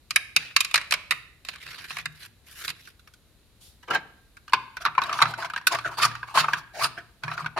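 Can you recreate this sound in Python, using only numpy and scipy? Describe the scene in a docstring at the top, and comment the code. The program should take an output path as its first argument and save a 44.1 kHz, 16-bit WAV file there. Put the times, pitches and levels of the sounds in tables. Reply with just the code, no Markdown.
"""At first a gloved hand taps a clay poker chip on rows of chips, drags it along them and pushes it in.
Then the thin edge of an empty clear plastic rack ticks, the rack bumps on the counter and is worked down
over the rows as a lid: it knocks, sticks and scrapes. Blows are decaying modes, friction is random slips
and jerks, the glove is soft hiss. Throughout, the stone counter booms softly under the blows and rubbing,
a small hard room answers, and background noise runs underneath."""
import sys
import numpy as np
from scipy import signal
from scipy.fft import rfft, irfft, next_fast_len
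from scipy.io import wavfile
from scipy.ndimage import uniform_filter1d, map_coordinates

SR = 44100
rng = np.random.default_rng(int(sys.argv[2]) if len(sys.argv) > 2 else 0)


def dump_mix(stems):
    """Bounce the given channels to the path in sys.argv[1] as a 16-bit WAV at rate SR."""
    frames = np.atleast_2d(stems).T  # one column per channel
    limited = np.clip(frames, -1, 1)  # hard clip at full scale
    pcm = np.round(limited * 32767).astype(np.int16)
    wavfile.write(sys.argv[1], SR, pcm)


N = 334719

# Levels in dB are relative, ahead of the trims in the source functions and of the ports.
# Background of the room. Each row: frequency in Hz, density in dB per Hz.
AIR_COLOUR = [(15, -26), (25, -8), (74, -5), (157, -15.5), (326, -20.5), (830, -30.5), (3340, -31.5),
              (3920, -26.5), (5140, -35), (8590, -37.5), (11800, -36.5), (13300, -42), (16000, -53.5)]
# Chip on chips. 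Each row: time in seconds, strength in dB, hardness in dB per register (body to snap).
CHIP_HITS = [(0.107, -29.5, 3), (0.1595, -15, 1.5), (0.363, -17.5, 3.5), (0.5635, -15.5, 2.5),
             (0.605, -27, 7), (0.647, -34, 5.5), (0.7115, -36, 0.5), (0.7415, -16, 1), (0.7565, -21.5, 3.5),
             (0.7765, -22.5, -2), (0.813, -34, -2), (0.841, -43.5, -3.5), (0.909, -33, 6),
             (0.922, -18, 0.5), (0.938, -21, 0), (1.1085, -18, 0), (1.12, -18.5, -6), (1.449, -45.5, 3.5),
             (1.486, -30.5, 0.5), (1.558, -42.5, -1), (1.664, -41.5, -1), (1.709, -46, 0.5),
             (1.905, -29, -5.5), (1.968, -27.5, -4), (1.985, -30.5, -2.5), (2.056, -25.5, -2),
             (2.679, -33.5, 3.5), (2.691, -49, 10), (2.701, -36, 3.5)]
# Modes of the clay chips. Each row: nominal frequency in Hz, level in dB, t60 in seconds.
CHIP_MODES = [(1080, -3, .04), (1290, -4, .035), (1680, -4, .04), (2030, -3, .04), (2260, -2, .04),
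              (2450, 2, .05), (2640, 4, .05), (3020, -3, .04), (3800, 2, .045), (4600, -4, .03),
              (5020, -4, .03)]
# Crowd of short chip modes. Each row: frequency in Hz, density in dB per Hz.
CHIP_COLOUR = [(88, -56.5), (170, -21), (466, -24), (702, -10.5), (871, -15.5), (1120, -1), (1500, -2),
               (2220, 1), (2500, 4), (3420, -11.5), (3840, -6), (5910, -18.5), (11700, -26.5), (16000, -56)]
# Low resonances of counter and cabinet. Each row: frequency in Hz, width in Hz, level in dB.
COUNTER_MODES = [(117.3, 3.2, 2.5), (153, 6.6, 1.5)]
# Soft pushes of the hand on the rows. Each row: time in seconds, strength in dB.
HAND_PUSHES = [(1.909, -50), (1.991, -39), (2.06, -34), (2.68, -46), (5.2, -37), (6.861, -33),
               (7.238, -27.5), (7.42, -30)]
# Decay of the room. Each row: frequency in Hz, t60 in seconds.
ROOM_DECAY = [(600, .5), (2000, 0.57), (5000, .5)]
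# Colour of the room's tail. Each row: frequency in Hz, level in dB.
ROOM_TONE = [(150, 16), (600, 1.5), (1300, -2.5), (2450, -2), (3400, -2), (5000, -6.5), (12000, -9.5)]
# Chip dragged along the rows. Each row: start in seconds, length in seconds, rub level in dB,
# hiss over rub in dB, growth of the pressure in dB.
CHIP_DRAGS = [(0.39, 0.13, -52, -24, -11), (1.45, 0.16, -60, -15, -15.5), (1.60, 0.19, -43.5, -15, 6.5),
              (1.785, 0.23, -47.5, -12.5, 0), (2.09, 0.086, -59, -8, 11), (2.18, 0.082, -47.5, -7, 7.5),
              (2.44, 0.26, -40, -5.5, 18.5), (2.74, 0.17, -62, -6.5, -3)]
# Noise of the dragged chip. Each row: frequency in Hz, density in dB per Hz.
DRAG_COLOUR = [(180, -42), (300, -21), (593, -24.5), (820, -22), (1050, -16), (1560, -7.5), (2300, -7),
               (3150, -9), (3900, -8), (5200, -12), (8220, -20.5), (11900, -15.5), (16000, -35.5)]
# Glove brushing past. 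Each row: start in seconds, length in seconds, level in dB.
GLOVE_BRUSHES = [(1.115, 0.022, -52.5), (3.6, 0.076, -53.5)]
# Hiss of the glove. Each row: frequency in Hz, density in dB per Hz.
GLOVE_HISS = [(300, -15), (2000, -18), (3500, -2), (5000, -4.5), (8000, -10), (11500, -8), (16000, -25)]
# Touches of the rack's thin edge and one snap past the chips. Each row: time in seconds, strength in dB,
# hardness in dB per register, nominal note of the struck wall in Hz.
EDGE_TICKS = [(2.873, -43.5, -4.5, 1450), (2.994, -56, -1.5, 1480), (3.074, -48.5, -3, 1760),
              (3.137, -59, 3.5, 3280), (4.368, -44, -6, 1600), (5.669, -15, -0.5, 1445)]
# Modes of the thin edge. Each row: nominal frequency in Hz, level in dB, t60 in seconds.
EDGE_MODES = [(1464, 0, .055), (3639, -13, .04), (4565, -11, .045), (4947, -14, .035)]
# Empty rack on the counter. Each row: time in seconds, strength in dB, hardness in dB per register,
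# nominal note of the struck wall in Hz.
RACK_BUMPS = [(3.828, -57, 3, 960), (3.879, -35, -7.5, 460), (3.893, -28.5, -25, 482),
              (3.905, -21.5, -5, 1313), (3.93, -25.5, -7.5, 787), (3.9465, -20.5, -3, 1618)]
# Modes of the empty rack. Each row: nominal frequency in Hz, level in dB, t60 in seconds.
RACK_MODES = [(340, -13, .08), (458, -10, .08), (715, -10, .06), (802, -3, .06), (930, -7, .07),
              (1034, -9, .07), (1190, -4, .05), (1310, -3, .05), (1615, -3, .055), (2982, -12, .05)]
# Crowd of short rack modes. Each row: frequency in Hz, density in dB per Hz.
RACK_CROWD = [(59, -55), (130, -12.5), (595, -3.5), (784, 3.5), (1420, -10), (1610, -5), (1800, -8.5),
              (3050, -23), (3940, -24), (16000, -48)]
# Contacts of the plastic lid. Each row: time in seconds, strength in dB, hardness in dB per register,
# nominal note of the struck wall in Hz.
LID_KNOCKS = [(4.479, -40.5, -6.5, 1220), (4.495, -47, -4, 2900), (4.533, -6, -11.5, 1143),
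              (4.768, -29.5, -7.5, 1520), (4.851, -16, -9, 1300), (4.86, -13, -17, 1190),
              (4.882, -23.5, -40, 1230), (4.95, -30.5, -14, 1300), (4.979, -7.5, -21.5, 1070),
              (5.017, -17.5, -14, 1100), (5.036, -31, -2.5, 4050), (5.093, -20.5, -16.5, 1250),
              (5.113, -24, -25, 1080), (5.127, -22, -9, 1170), (5.188, -17.5, -18, 1240),
              (5.203, -18.5, -16, 1026), (5.2165, -7, -16, 1190), (5.222, -10, -6, 4050),
              (5.254, -17.5, -17, 1340), (5.337, -25.5, -13.5, 1450), (5.423, -26.5, -18, 1560),
              (5.446, -28, -11.5, 940), (5.499, -29, -9.5, 1590), (5.535, -25.5, -13, 1310),
              (5.561, -21.5, -11.5, 1640), (5.576, -28.5, -8, 1850), (5.612, -40, -12, 1030),
              (5.748, -28, -4, 1160), (5.786, -25, -11, 1230), (6.032, -16.5, -7, 1273),
              (6.049, -11, -29, 1190), (6.113, -34, -10, 1620), (6.152, -30, -9.5, 1180),
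              (6.229, -24.5, -18.5, 1576), (6.373, -7, -19, 1150), (6.442, -16, -33, 1250),
              (6.483, -14, -23.5, 1140), (6.533, -15, -9.5, 1650), (6.843, -23, -3, 4780),
              (6.853, -22.5, -17.5, 1230), (7.235, -27, -8, 1500), (7.279, -24.5, -14, 1670),
              (7.314, -23.5, -15.5, 1400), (7.377, -23.5, -17, 1390), (7.444, -28.5, -19, 1190),
              (7.46, -20.5, -13.5, 1384), (7.575, -24, -13, 1184)]
# Modes of the lid on the rows. Each row: nominal frequency in Hz, level in dB, t60 in seconds.
LID_MODES = [(745, -26.5, 0.091), (944, -9, 0.049), (1230, -26, 0.01), (1448, -28, 0.15), (1587, -27, 0.19),
             (2910, 2, 0.0062), (4530, -11.5, 0.033)]
# Crowd of short modes of lid and edge. Each row: frequency in Hz, density in dB per Hz.
PLASTIC_COLOUR = [(88, -78), (150, -21.5), (480, -25), (720, -21), (1150, -7.5), (1530, -0.5),
                  (1900, -10.5), (2500, -1.5), (2920, -12.5), (4100, -9), (4950, -16), (5570, -8.5),
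                  (6200, -17.5), (12500, -23), (16000, -44)]
# Shoves that slip the lid down the rows. Each row: start in seconds, length in seconds, judder level in dB,
# hiss over judder in dB, growth of the pressure in dB, centre pitch of the judder in Hz.
LID_SHOVES = [(4.8, 0.022, -35.5, -5, 5, 1250), (5, 0.13, -35.5, -14, -1, 1130),
              (5.129, 0.19, -38, -7, -7.5, 1200), (5.376, 0.028, -35, -2.5, -10.5, 750),
              (5.402, 0.047, -26.5, -12.5, 14, 1150), (5.705, 0.048, -23.5, -8, 3, 1040),
              (5.777, 0.17, -39, -7.5, 6, 1150), (5.845, 0.022, -26.5, -25, -12, 1420),
              (5.97, 0.047, -24, -6.5, 0.5, 1050), (6.016, 0.038, -23, -2, -2, 1230),
              (6.272, 0.06, -43, -5.5, -7, 1200), (6.34, 0.063, -20.5, -5.5, 1.5, 1000),
              (6.407, 0.034, -34, -1.5, -5, 1260), (6.471, 0.12, -37, -4.5, 5, 1400),
              (6.732, 0.063, -35.5, -4.5, 8.5, 720), (6.786, 0.039, -24, -5, 11, 690),
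              (6.825, 0.023, -24.5, 1, 0, 1180), (6.967, 0.018, -32, -19.5, 3, 1500),
              (7.222, 0.12, -34, -13.5, 8, 1300), (7.365, 0.052, -33.5, -11.5, 2, 1250),
              (7.562, 0.029, -30, -18, -13.5, 900)]
# Noise of the scraping lid. Each row: frequency in Hz, density in dB per Hz.
SHOVE_COLOUR = [(88, -36), (230, -29), (380, -18), (524, -27.5), (689, -7), (800, -27), (979, -32),
                (1500, -12), (1950, -15.5), (2500, -14), (3350, -18.5), (4490, -15), (7770, -27.5),
                (9630, -28.5), (16000, -43)]
# Likeness of the two ports. Each row: frequency in Hz, likeness from 0 to 1.
LIKENESS = [(50, .68), (150, .83), (600, .96), (1200, .82), (2200, .45), (4000, .15), (15000, .05)]
# Balance of the two ports. Each row: frequency in Hz, left minus right in dB.
PORT_BALANCE = [(150, 1.5), (400, 4.5), (1000, 3.5), (1500, -1.5), (3000, -1.5), (4200, -7.5), (8500, 7.5),
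                (12000, 5), (15000, -3)]
# Colour shared by both ports. Each row: frequency in Hz, level in dB.
PORT_COLOUR = [(5600, -0.5), (6400, -2), (7000, 2), (7900, -2.5), (9500, 3.5), (10300, 0.5), (13300, 3)]


def amp(db):
    """Decibels to gain."""
    return 10 ** (np.asarray(db) / 20)


def unit(x):
    """Scale to rms 1."""
    return x / np.sqrt(np.mean(x ** 2) + 1e-20)


def along(points, hz):
    """Read (Hz, value) points on a log frequency axis."""
    point_hz, value = np.transpose(points)
    return np.interp(np.log(hz + 1), np.log(point_hz + 1), value)


def filtered(x, response):
    """Multiply the spectrum of x by a response of frequency."""
    n = x.shape[-1]
    padded = next_fast_len(n + n // 4)
    hz = np.fft.rfftfreq(padded, 1 / SR)
    return irfft(rfft(x, padded) * response(hz), padded)[..., :n]


def port_angle(hz):
    """Half the angle between the ports whose cosine is their likeness."""
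    return np.arccos(np.clip(along(LIKENESS, hz), -1, 1)) / 2


def spread(pair, colour):
    """Turn two unrelated signals into a coloured left and right, alike in the bass, of rms 1."""
    def response(hz):
        angle = port_angle(hz)
        return amp(along(colour, hz)) * [np.cos(angle), np.sin(angle)]

    mid, side = filtered(pair, response)
    return unit(np.array([mid + side, mid - side]))


def split(x, cross_hz):
    """Split x at a crossover of fourth-order low and high passes."""
    def low(hz):
        ratio = hz / cross_hz
        return 1 / (1 + np.sqrt(2) * 1j * ratio - ratio ** 2) ** 2

    return filtered(x, low), filtered(x, lambda hz: low(hz) * (hz / cross_hz) ** 4)


def wobble(knots_per_s):
    """Draw a smooth random curve through evenly timed knots."""
    knots = rng.standard_normal(int(N * knots_per_s / SR) + 4)
    return map_coordinates(knots, [np.arange(N) * knots_per_s / SR])


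def patchy(length, depth_db):
    """Two noises whose strong frequencies shift as the point of contact moves."""
    z = signal.stft(rng.standard_normal((2, length)), nperseg=256)[2]
    field = uniform_filter1d(rng.standard_normal(z.shape[1:]), size=2, axis=0)
    field = uniform_filter1d(field, size=16, axis=1)
    gain = amp(depth_db * np.clip(unit(field), -2, 2))
    return signal.istft(z * gain, nperseg=256)[1][:, :length]


def background_air():
    """Steady coloured noise of the room."""
    return amp(-58.5) * spread(rng.standard_normal((2, N)), AIR_COLOUR)


def blow(modes, colour, t60_s, ring_db, attack_s, detune, treble_life):
    """One contact rings in three registers (body, clack, snap), each of rms 1 over its first 10 ms."""
    t = np.arange(SR // 10) / SR
    # a crowd of short modes, the highest dying first
    low, high = split(spread(patchy(len(t), depth_db=4), colour), 5500)
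    crowd = low * amp(-60 * t / t60_s) + high * amp(-60 * t / (t60_s * treble_life))

    # every contact point favours other modes; high ones reach the ports out of step
    hz, db, life_s = np.transpose(modes)[:, :, None]
    size, shift, phase, skew = rng.standard_normal((4, len(modes), 1))
    gain = unit(amp(db + 0.63 * size)) / np.sqrt(len(modes))
    envelope = gain * amp(-60 * t / life_s)
    angle = 2 * np.pi * (hz * (1 + detune * shift) * t + phase)
    lead = skew * port_angle(hz)
    ring = np.array([(envelope * np.sin(angle + side * lead)).sum(0) for side in (1, -1)])

    body, rest = split(crowd + amp(ring_db) * ring, 1800)
    clack, snap = split(rest, 5500)
    # the heavier body takes longer to swing up than the snap
    rise_s = attack_s / np.array([1, 1.5, 3])[:, None, None]
    registers = np.array([body, clack, snap]) * (1 - np.exp(-(t / rise_s) ** 2))
    onset = registers[..., :SR // 100]
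    return registers / np.sqrt(np.mean(onset ** 2, axis=(1, 2), keepdims=True))


def blows(table, modes, colour, rattle_db, rattle_gap_s, lead_in_db, clack_db, wall_db=0, wall_t60_s=.03,
          **body):
    """Contacts of one kind: hardness tilts the registers; a struck wall adds its own hollow note."""
    out = np.zeros((2, N + SR))
    for time_s, strength_db, hardness_db, *wall_hz in table:
        gains = amp(strength_db + hardness_db * np.arange(3) + np.array([0, clack_db, 0]))
        ringing = list(modes) + [(hz, wall_db, wall_t60_s) for hz in wall_hz]
        # a faint lead-in, then the blow, then a loose neighbour rattles back
        before_s, after_s = rattle_gap_s * rng.uniform(0.46, 2, 2)
        touches = [(-before_s, lead_in_db, modes), (0, 0, ringing), (after_s, rattle_db, modes)]
        for delay_s, db, voices in touches:
            hit = amp(db) * np.tensordot(gains, blow(voices, colour, **body), 1)
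            first = round((time_s + delay_s) * SR)
            out[:, first:first + hit.shape[1]] += hit
    return out[:, :N]


def chip_clacks():
    """Clay chip on chips: dense short modes, each pitch varying from blow to blow."""
    return amp(-7.5) * blows(
        CHIP_HITS, CHIP_MODES, CHIP_COLOUR, t60_s=0.043, ring_db=-3.5, attack_s=0.0017, detune=.04,
        treble_life=0.58, rattle_db=-15.0, rattle_gap_s=0.0036, lead_in_db=-30.5, clack_db=5.0)


def resonances(x, peaks):
    """Sum band-pass resonances of alternating sign."""
    def response(hz):
        total = 0
        for k, (centre, width, db) in enumerate(peaks):
            damping = 1j * hz * width
            total = total + (-1) ** k * amp(db) * damping / (centre ** 2 - hz ** 2 + damping)
        return total

    return filtered(x, response)


def counter_boom(contacts, push_decay_s):
    """Noise shaped by the force of contacts and hand sets slab and cabinet booming."""
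    t = np.arange(N) / SR
    hand = sum(amp(db) * (t > s) * np.exp(-np.abs(t - s) / push_decay_s) for s, db in HAND_PUSHES)
    strength = np.abs(contacts).mean(0) + amp(23.5) * hand
    force = strength * spread(rng.standard_normal((2, N)), [(100, 0)])
    return resonances(force, COUNTER_MODES)


def room(x, build_s):
    """A diffuse tail builds up as the walls answer; it is redrawn every third of a second."""
    out, block = np.zeros((2, N + SR)), SR // 3
    for start in range(0, N, block):
        hz, t, z = signal.stft(rng.standard_normal((2, SR // 2)), SR, nperseg=256)
        decay = amp(-60 * t / along(ROOM_DECAY, hz)[:, None])
        fade = decay * (1 - np.exp(-(t / build_s) ** 2))
        tail = spread(signal.istft(z * fade, SR, nperseg=256)[1], ROOM_TONE)
        tail = tail / np.linalg.norm(tail[0])
        wet = signal.fftconvolve(x[:, start:start + block], tail, axes=1)
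        out[:, start:start + wet.shape[1]] += wet
    return out[:, :N]


def strokes(table, attack_s, release_t60_s):
    """Low and high gains of friction: each stroke sets in, changes pressure to its end and dies away."""
    out = np.zeros((2, N))
    for start_s, length_s, db, hiss_db, swell_db, *_ in table:
        t = np.arange(N) / SR - start_s
        pressure_db = swell_db * (np.clip(t / length_s, 0, 1) - 1)
        release_db = -60 * np.maximum(t - length_s, 0) / release_t60_s
        envelope = np.clip(t / attack_s, 0, 1) * amp(pressure_db + release_db)
        out += np.outer(amp([db, db + hiss_db]), envelope)
    return out


def friction(gains, colour, slips_per_s, uneven_db, power_decay_s, cross_hz, clump_db):
    """Edges catch and slip at random, each slip a tiny noise burst; the strokes set the strength."""
    sizes = amp(uneven_db * np.clip(rng.standard_normal(N), -2, 2))
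    catches = (rng.random(N) < slips_per_s / SR) * sizes
    power = signal.lfilter([1], [1, -np.exp(-1 / (power_decay_s * SR))], catches ** 2)
    grit = np.sqrt(power) * patchy(N, depth_db=4)
    out = 0
    for part, gain in zip(split(spread(grit, colour), cross_hz), gains):
        # the pressure wavers, so the slips come in clumps
        out = out + gain * unit(part * amp(clump_db * wobble(70)))
    return out


def chip_rub():
    """The edge of the dragged chip catches unevenly along the rows."""
    drags = strokes(CHIP_DRAGS, attack_s=.035, release_t60_s=0.055)
    return amp(3.5) * friction(drags, DRAG_COLOUR, slips_per_s=580, uneven_db=4.5, power_decay_s=0.0039,
                               cross_hz=5570, clump_db=-2.0)


def glove():
    """Thin rubber brushes past: an even, soft hiss."""
    rows = [(*row, 0, 0) for row in GLOVE_BRUSHES]
    gains = strokes(rows, attack_s=0.018, release_t60_s=0.32)
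    return gains * spread(patchy(N, depth_db=-1.5), GLOVE_HISS)


def edge_ticks():
    """The rack's thin plastic edge pings in a few long modes."""
    return amp(-5.0) * blows(
        EDGE_TICKS, EDGE_MODES, PLASTIC_COLOUR, t60_s=.055, ring_db=3, attack_s=0.0017, detune=0.018,
        treble_life=0.7, rattle_db=-11.0, rattle_gap_s=0.0026, lead_in_db=-24.5, clack_db=2.5,
        wall_db=1, wall_t60_s=.03)


def rack_bumps():
    """The empty rack swings up slowly and rings hollow on the counter."""
    return amp(-9.0) * blows(
        RACK_BUMPS, RACK_MODES, RACK_CROWD, t60_s=0.085, ring_db=7.5, attack_s=0.0064, detune=0.03,
        treble_life=0.25, rattle_db=-7, rattle_gap_s=0.005, lead_in_db=-9, clack_db=10.5,
        wall_db=6.5, wall_t60_s=0.072)


def lid_knocks():
    """The lid knocks on the rows; the struck wall adds a short hollow note."""
    return amp(-6.0) * blows(
        LID_KNOCKS, LID_MODES, PLASTIC_COLOUR, t60_s=.058, ring_db=9, attack_s=0.002, detune=0.035,
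        treble_life=0.4, rattle_db=-13.5, rattle_gap_s=0.006, lead_in_db=-26.5, clack_db=6.5,
        wall_db=8, wall_t60_s=0.029)


def judder(count, peak_s, pitch_octaves, size_db):
    """The lid moves in quick uneven jerks of a few cycles; their centre pitch glides between shoves."""
    t = np.arange(SR // 60) / SR
    moment, size, wall, skew = rng.standard_normal((count, 4)).T[:, :, None]
    start = (np.arange(count)[:, None] + moment / 2) * N / count
    start = np.clip(start, 0, N).astype(int)
    shove_s, *_, shove_hz = np.transpose(LID_SHOVES)
    hz = np.interp(start / SR, shove_s, shove_hz)
    swing = amp(size_db * np.clip(size, -2, 2)) * t / peak_s * np.exp(-t / peak_s)
    angle = 2 * np.pi * hz * 2 ** (pitch_octaves * wall) * t
    lead = skew * port_angle(hz)
    where = (start + np.arange(len(t))).ravel()
    ports = []
    for side in (1, -1):
        jerks = swing * np.sin(angle + side * lead)
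        ports.append(np.bincount(where, jerks.ravel(), N)[:N])
    return unit(np.array(ports))


def lid_scrape():
    """Shoves make the lid judder and grate down the rows."""
    shoves = strokes(LID_SHOVES, attack_s=.017, release_t60_s=0.094)
    jerks = judder(count=1900, peak_s=.0017, pitch_octaves=.16, size_db=3.5)
    grating = friction(amp([[-7.5], [-1.5]]) * shoves, SHOVE_COLOUR, slips_per_s=510, uneven_db=-2.0,
                       power_decay_s=0.012, cross_hz=2340, clump_db=3.5)
    return amp(-2.5) * shoves[0] * jerks + grating


def scene():
    """Chips, rack and lid on the counter, in the room."""
    air = background_air()
    chips, rub = chip_clacks(), chip_rub()
    ticks, rack = edge_ticks(), rack_bumps()
    lid, scrape = lid_knocks(), lid_scrape()
    # chips, lid, rack, scrape and rub drive the counter, each with its own weight
    contacts = amp(-2.5) * chips + amp(3.5) * lid + amp(-16.5) * rack
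    contacts += amp(8.5) * scrape + amp(10.0) * rub
    boom = counter_boom(contacts, push_decay_s=0.027)
    dry = chips + lid + rack + ticks + scrape + rub + glove()
    return dry + boom + amp(-16.0) * room(dry, build_s=0.01) + air


def record(dry):
    """Two ports colour the sound, cut rumble, round peaks and limit the band."""
    def port_response(hz):
        lean = amp(np.outer([1, -1], along(PORT_BALANCE, hz)) / 2)
        rumble_cut = 1 - np.exp(-(hz / 34) ** 4)
        return lean / np.sqrt(np.mean(lean ** 2, axis=0)) * rumble_cut

    ported = filtered(dry, port_response)
    ported = filtered(ported, lambda hz: amp(along(PORT_COLOUR, hz)))
    rounded = ported / (1 + (ported / .9) ** 4) ** (1 / 4)
    top_hz = 15900
    return filtered(rounded, lambda hz: 1 / np.sqrt(1 + (hz / top_hz) ** 200))


dry = scene()
out = record(dry)
dump_mix(out)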